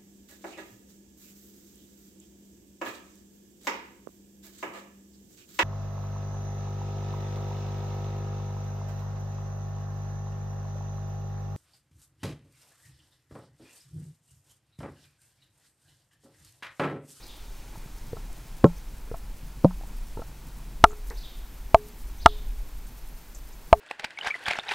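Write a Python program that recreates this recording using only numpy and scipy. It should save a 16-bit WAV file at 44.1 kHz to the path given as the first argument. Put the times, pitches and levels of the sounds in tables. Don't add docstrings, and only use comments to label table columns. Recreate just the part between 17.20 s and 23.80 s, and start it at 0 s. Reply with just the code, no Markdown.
import sys
import numpy as np
from scipy import signal
from scipy.fft import rfft, irfft
from scipy.io import wavfile
from scipy.ndimage import uniform_filter1d

SR = 44100
rng = np.random.default_rng(int(sys.argv[2]) if len(sys.argv) > 2 else 0)


def attenuation_scalar(level_db):
    decades = np.asarray(level_db, float) / 20
    return 10 ** decades


def put_to_file(sound):
    columns = np.atleast_2d(sound).T
    safe = np.clip(columns, -1, 1)
    whole_steps = np.round(safe * 32767)
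    wavfile.write(sys.argv[1], SR, whole_steps.astype(np.int16))


N = 291060
T = np.arange(N) / SR


def rms_one(x):
    return x / np.sqrt(np.mean(x ** 2) + 1e-20)


def in_time(rows):
    s, db = np.transpose(rows)
    return np.interp(T, s, db)


def band(x, low_hz, high_hz):
    return signal.sosfilt(signal.butter(2, [low_hz, min(high_hz, 19000)], "band", fs=SR, output="sos"), x)


def band_noise(low_hz, high_hz):
    return rms_one(band(rng.standard_normal(N), low_hz, high_hz))


def drift(rate_hz):
    r = np.exp(-80 * np.pi * rate_hz / SR)
    slow = signal.lfilter([1], [1, -2 * r, r * r], rng.standard_normal(N // 40 + 2002))
    slow = rms_one(slow[2000:])
    return np.interp(np.arange(N) / 40, np.arange(len(slow)), slow)


def puff(s, t60_s):
    return (T >= s) * attenuation_scalar(-60 * np.maximum(T - s, 0) / t60_s)


# f/Hz, likeness/0..1
LIKENESS = [(60, .9999), (180, 0.97), (550, 0.95), (1650, 0.98), (4970, 0.93), (15000, .55)]


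def coloured(spectrum):
    log_hz = np.log(np.maximum(np.arange(N // 2 + 1) * SR / N, 1))

    def at(points):
        hz, value = np.transpose(points)
        return np.interp(log_hz, np.log(hz), value)

    alike = np.clip(at(LIKENESS), 0, 1)
    mid, side = rfft(rng.standard_normal((2, N))) * attenuation_scalar(at(spectrum))
    left_right = np.sqrt(1 + alike) * mid + np.sqrt(1 - alike) * side * [[1], [-1]]
    return rms_one(irfft(left_right, N))


def strike(out, s, hz, t60_s, swing, press_s):
    creep = .07
    at = np.arange(max(int((s - .01) * SR), 0), min(int((s + 0.69) * SR), N))
    after = np.maximum(T[at] - s, 0)[:, None]
    rings = np.cos(2 * np.pi * hz * after) * attenuation_scalar(-60 * after / t60_s) @ swing
    before = np.minimum(T[at] - s, 0) / press_s
    push = (1 - creep) * np.exp(1.15 * before) + creep * np.exp(before / 3.5)
    out[at] += rings * push


def knocks(modes, blows):
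    wire_hz, wire_t60_s = 421, .45
    out = np.zeros(N)
    for s, spot, db, press_s, wire_db in blows:
        hz, t60_s, swing = np.transpose(modes[spot])
        swings = np.r_[attenuation_scalar(db) * swing, attenuation_scalar(wire_db)]
        strike(out, s, np.r_[hz, wire_hz], np.r_[t60_s, wire_t60_s], swings, press_s)
    return out


# f/Hz, t60/s, signed swing
SHELL_MODES = [
    [(49, 0.035, 0.855), (633, 0.033, -0.207), (686, 0.034, 1.022), (723, 0.035, 0.838), (877, 0.024, 2.122), (1040, 0.025, -0.486), (1147, 0.047, 0.159), (1258, 0.029, -1.243), (1345, 0.026, -1.672), (1689, 0.016, -0.52)],
    [(48, 0.052, -0.296), (614, 0.033, 0.136), (670, 0.032, -1.44), (726, 0.044, 0.256), (865, 0.033, -0.532), (1135, 0.028, -0.362), (1109, 0.015, 0.71), (1262, 0.014, 0.497), (1582, 0.014, 0.12), (2200, 0.007, 0.35)],
]
# t/s, spot (0 rim, 1 face), level/dB, press/s, wire level/dB
SHELL_KNOCKS = [
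    (3.6403, 0, 0, .00064, -34),
    (4.5455, 1, 1.2, .0006, -34),
    (5.0600, 0, -1.2, .0005, -36),
    (6.5286, 1, 1.8, .00055, -34),
]


def shell_knocks():
    return knocks(SHELL_MODES, SHELL_KNOCKS)


# f/Hz, t60/s, signed swing
GRIP_MODES = [
    [(67, 0.026, -0.5), (136, 0.069, 0.556), (171, 0.17, -0.29), (241, 0.052, 0.544), (325, 0.054, 0.54), (437, 0.053, -0.646), (551, 0.027, 1.033), (572, 0.067, -0.415), (721, 0.039, 0.097), (857, 0.089, -0.014), (792, 0.044, 0.082), (1077, 0.05, 0.188), (1176, 0.019, 0.1), (1546, 0.011, 0.16)],
    [(67, 0.037, -0.074), (146, 0.036, 0.821), (182, 0.153, -0.298), (230, 0.019, 1.005), (316, 0.018, -0.97), (476, 0.029, 0.421), (548, 0.033, -0.693), (602, 0.051, 0.219), (673, 0.05, -0.171), (770, 0.059, -0.081), (911, 0.041, -0.129), (1019, 0.07, -0.031), (1185, 0.033, -0.044), (1214, 0.011, 0.127)],
]
# t/s, spot (0 firm, 1 glancing), level/dB, press/s, wire level/dB
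GRIP_KNOCKS = [
    (1.4429, 0, -.4, .00045, -60),
    (2.4460, 1, 0, .0001, -60),
]


def grip_knocks():
    return band(knocks(GRIP_MODES, GRIP_KNOCKS), 8, 5300)


# t/s, peak level/dB, ring f/Hz, shell rattle level/dB
TAPS = [(0.575, -34, 160, -30), (0.66, -34, 140, -30), (0.70, -41, 120, -30), (0.555, -37.5, 880, -8),
        (0.931, -21.5, 464, -29), (0.967, -35, 428, -1), (1.874, -44, 444, -9), (1.914, -23.5, 460, -24),
        (1.941, -28, 670, -7), (2.507, -41.5, 926, 0), (2.61, -37.5, 774, -15), (2.635, -38, 810, -11),
        (2.972, -28, 431, -23), (2.992, -25, 460, -19), (3.018, -36, 670, -1), (3.729, -37, 431, -7)]
TOUCHES = [
    (1.4375, -25, 330, -20),
    (1.453, -27, 960, 0),
    (1.462, -31, 900, 0),
    (1.498, -40, 850, -6),
    (2.4405, -24, 330, -20),
    (2.972, -36, 900, -3),
    (2.9955, -28, 450, -14),
    (3.706, -44, 1300, -6),
    (3.719, -44, 1320, -6),
]
RATTLE_HZ = [670, 796, 894, 1080, 1328]


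def taps():
    out, rows = np.zeros(N), TAPS + TOUCHES
    uneven_db = rng.normal(0, 3.0, (len(rows), 5))
    for (s, db, ring_hz, rattle_db), uneven in zip(rows, uneven_db):
        rattle = .5 * attenuation_scalar(rattle_db + uneven) * [1, -1, 1, -1, 1]
        swing = attenuation_scalar(db) * np.r_[.7, .4, rattle]
        hz = np.r_[ring_hz, 110, RATTLE_HZ]
        t60_s = np.r_[.04, .04, [.035] * len(RATTLE_HZ)]
        strike(out, s + .001, hz, t60_s, swing, .0007)
    return out


# t/s, level/dB, centre f/Hz, width/octaves, t60/s
TICKS = [(.7855, -56, 5400, .5, .03), (1.1297, -41, 7900, 0.88, 0.0073), (1.687, -53, 5900, .4, 0.015),
         (2.4462, -35, 3200, 1.3, 0.0052), (2.672, -52, 7240, .4, .04), (3.695, -50.5, 7000, .25, .06),
         (3.715, -50, 6940, 0.35, .03), (3.901, -36, 5390, 1.46, 0.009), (4.3427, -49.5, 12080, .5, 0.011),
         (3.6405, -27, 11910, 0.95, 0.014), (5.06, -25, 11000, 1.25, 0.011),
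         (4.5457, -28, 4200, 1.57, .006), (6.5288, -27.5, 4200, 1.9, 0.0075), (1.455, -52, 6900, .3, .08),
         (1.56, -56.5, 5880, 0.42, .2), (5.6687, -49, 8030, .8, .015), (6.148, -45.5, 6810, 0.53, 0.1),
         (6.3275, -52.5, 5510, .3, 0.021), (6.332, -52, 7100, .3, 0.079)]


def ticks():
    white, out = rng.standard_normal(N), np.zeros(N)
    for s, db, hz, octaves, t60_s in TICKS:
        low_hz, high_hz = hz / 2 ** (octaves / 2), hz * 2 ** (octaves / 2)
        noise = rms_one(band(band(white, low_hz, high_hz), low_hz, high_hz))
        out += attenuation_scalar(db) * noise * puff(s, max(t60_s, .003))
    return out


# top t/s, rise/s, fall/s, top f/Hz, level/dB
CHIRP = [
    (.003, .012, .008, 6200, -9),
    (.06, .012, .004, 6200, -12),
    (.035, .035, .018, 4550, -2.5),
    (.036, .016, .012, 5144, -1),
    (.07, .012, 0.0087, 4500, -3.5),
    (.098, .02, 0.018, 3850, 3),
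    (.127, .006, 0.014, 3680, -3.5),
    (.152, 0.0043, .018, 3780, -7),
    (.186, .006, 0.016, 3600, -11),
]
# t/s, level/dB
CHIRPS = [
    (.003, -51.5),
    (3.95, -49),
    (4.991, -48.5),
]


def garden_echo(x):
    t60_s = 0.62
    tail = T[:SR // 2]
    echoes = rng.standard_normal((2, len(tail))) * [[1], [.15]] * attenuation_scalar(-60 * tail / t60_s) * (tail > .012)
    mid, side = signal.fftconvolve([x], echoes / np.linalg.norm(echoes[0]), axes=1)[:, :N]
    return mid + side * [[1], [-1]]


def sparrow():
    rise_hz_per_s, fall_hz_per_s, rise_db_per_s, fall_db_per_s = 36000, 60000, 250, 197.5
    out = np.zeros(N)
    for start, db in CHIRPS:
        for s, rise, fall, top_hz, note_db in CHIRP:
            top = start + s
            at = np.arange(int(max(top - rise, 0) * SR), int((top + fall) * SR))
            early, late = np.maximum(top - T[at], 0), np.maximum(T[at] - top, 0)
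            hz = top_hz - rise_hz_per_s * early - fall_hz_per_s * late
            phase = 2 * np.pi * np.cumsum(hz) / SR
            level_db = db + note_db - rise_db_per_s * early - fall_db_per_s * late
            out[at] += attenuation_scalar(level_db) * np.sin(phase) * signal.windows.tukey(len(at), .4)
    direct = out * (1 + .55 * band_noise(150, 700))
    return direct + garden_echo(direct)


# (f/Hz, density/dB)
SLAM = (3.906, -38.5, 0.15, [(200, -11), (400, 6), (620, -12), (900, -1.5), (1400, -15), (1900, -6),
        (2500, -16), (3200, -32)])


def far_slam():
    s, db, t60_s, spectrum = SLAM
    return attenuation_scalar(db) * puff(s, t60_s) * coloured(spectrum)


# t/s, level/dB
RUSTLE = [
    (4.77, -90.5),
    (4.785, -58.5),
    (4.835, -58.5),
    (4.85, -92.5),
]


def wing_rustle():
    return attenuation_scalar(in_time(RUSTLE)) * band_noise(5000, 15000)


# t/s, level/dB
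HAND = [(0.0, -46.5), (0.64, -42), (0.86, -42), (1.36, -43.5), (1.76, -42), (2.02, -41.5), (2.48, -42.5),
        (2.79, -34.5), (3.01, -41.5), (3.53, -43), (3.69, -38), (4.69, -44.5), (4.83, -39.5), (5.02, -36),
        (5.84, -42.5), (6.6, -47.5)]
# f/Hz, density/dB
RUMBLE = [(15, -5.5), (25, -3), (38, 0), (44, -2.5), (52, -9.5), (62, -21.5), (100, -42.5)]


def hand_rumble():
    return attenuation_scalar(in_time(HAND) + 4.0 + 1.9 * drift(2.4)) * coloured(RUMBLE + [(200, -80.0)])


# t/s, level/dB
FINGERS = [(0.0, -57), (0.26, -56), (0.9, -52), (1.38, -54.5), (3.62, -51.5), (3.75, -56.5), (4.59, -54.5),
           (6.4, -58), (6.6, -54.5)]


def finger_handling():
    return attenuation_scalar(in_time(FINGERS) + 2.6 * drift(16)) * band_noise(56, 176)


# t/s, level/dB
BREEZE = [
    (0, -55.5),
    (1.6, -58),
    (1.9, -65.5),
    (2.5, -58),
    (3.6, -61.5),
    (5.0, -61.5),
    (6.6, -65),
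]


def breeze_db():
    return in_time(BREEZE)


def leaves(wind_db):
    return attenuation_scalar(wind_db - 4.5 + 0.76 * drift(15)) * band_noise(2200, 8000)


# f/Hz, density/dB
TRAFFIC = [(150, -35), (260, -2), (291, -1), (645, -11), (899, -3), (1210, -15), (1360, -11.5), (1990, -16),
           (2500, -12), (3250, -40), (5500, -120)]


def far_traffic(wind_db):
    level_db = -60 + .5 * (wind_db - wind_db.mean())
    return attenuation_scalar(level_db + 1.4 * drift(9)) * coloured(TRAFFIC)


def far_motor():
    hz, width_hz, level_db = 236.5, 23, -65.5
    return attenuation_scalar(level_db + 2.5 * drift(1.5)) * band_noise(hz - width_hz / 2, hz + width_hz / 2)


IDLE_TURNS = [2, 4, 6, 9, 10, 14, 16, 18, 20, 23, 24, 29, 31, 34, 35, 40, 42, 44, 60, 63]


def card_writes():
    start_s, every_s, level_db, spread_db = .0632, .10011, -60.5, 1.5
    gate = np.zeros(N)
    for turn, chance in enumerate(rng.standard_normal(66)):
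        if turn in IDLE_TURNS:
            continue
        s = start_s + every_s * turn
        buzz = np.abs(T - s - .012) < .012
        clicks = 2.5 * puff(s + .004, .006) + 2.5 * puff(s + .018, .006)
        gate += attenuation_scalar(level_db + spread_db * chance) * (buzz + clicks)
    return gate * band_noise(5500, 17000)


def frame_whine():
    whine_hz, frame_hz, louder_s = 11988.3, 29.97, 3.835
    idle_db, loud_db, gap_db, gap_growth_per_s = -72, -60, -14, .075
    open_share = .84 - gap_growth_per_s * np.maximum(T - louder_s, 0)
    gap = (T - 3.842) * frame_hz % 1 > open_share
    gate = uniform_filter1d(attenuation_scalar(gap_db * gap), size=200)
    level = attenuation_scalar(np.where(T < louder_s, idle_db, loud_db))
    return level * gate * np.sin(2 * np.pi * whine_hz * T)


# f/Hz, level/dB rms
SCAN_LINES = [(15585, -81), (15644, -80.5)]


def scan_lines():
    return sum(attenuation_scalar(db + 3) * np.sin(2 * np.pi * hz * T) for hz, db in SCAN_LINES)


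# f/Hz, density/dB
HISS = [(180, -27.5), (300, -2.5), (400, -7), (914, -8), (3720, -14.5), (9720, -17), (12500, -16),
        (15800, -18)]


def hiss():
    return attenuation_scalar(-54.5) * coloured(HISS)


def scene():
    wind_db = breeze_db()
    blows = shell_knocks() + grip_knocks() + taps()
    events = ticks() + sparrow() + far_slam() + wing_rustle()
    hands = hand_rumble() + finger_handling()
    garden = leaves(wind_db) + far_traffic(wind_db) + far_motor()
    camera = card_writes() + frame_whine() + scan_lines() + hiss()
    return blows + events + hands + garden + camera


def top_cut(x):
    return signal.sosfilt(signal.butter(12, 15940, fs=SR, output="sos"), x)


def record(dry):
    ported = dry + .15 * np.gradient(dry, axis=1) * [[1], [-1]]
    clipped = np.clip(ported * attenuation_scalar(np.array([[.11], [-.11]])), -1, 1)
    cut = signal.sosfilt(signal.cheby2(10, 40, 16500, fs=SR, output="sos"), clipped)
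    return top_cut(cut)


dry = scene()
out = record(dry)
put_to_file(out)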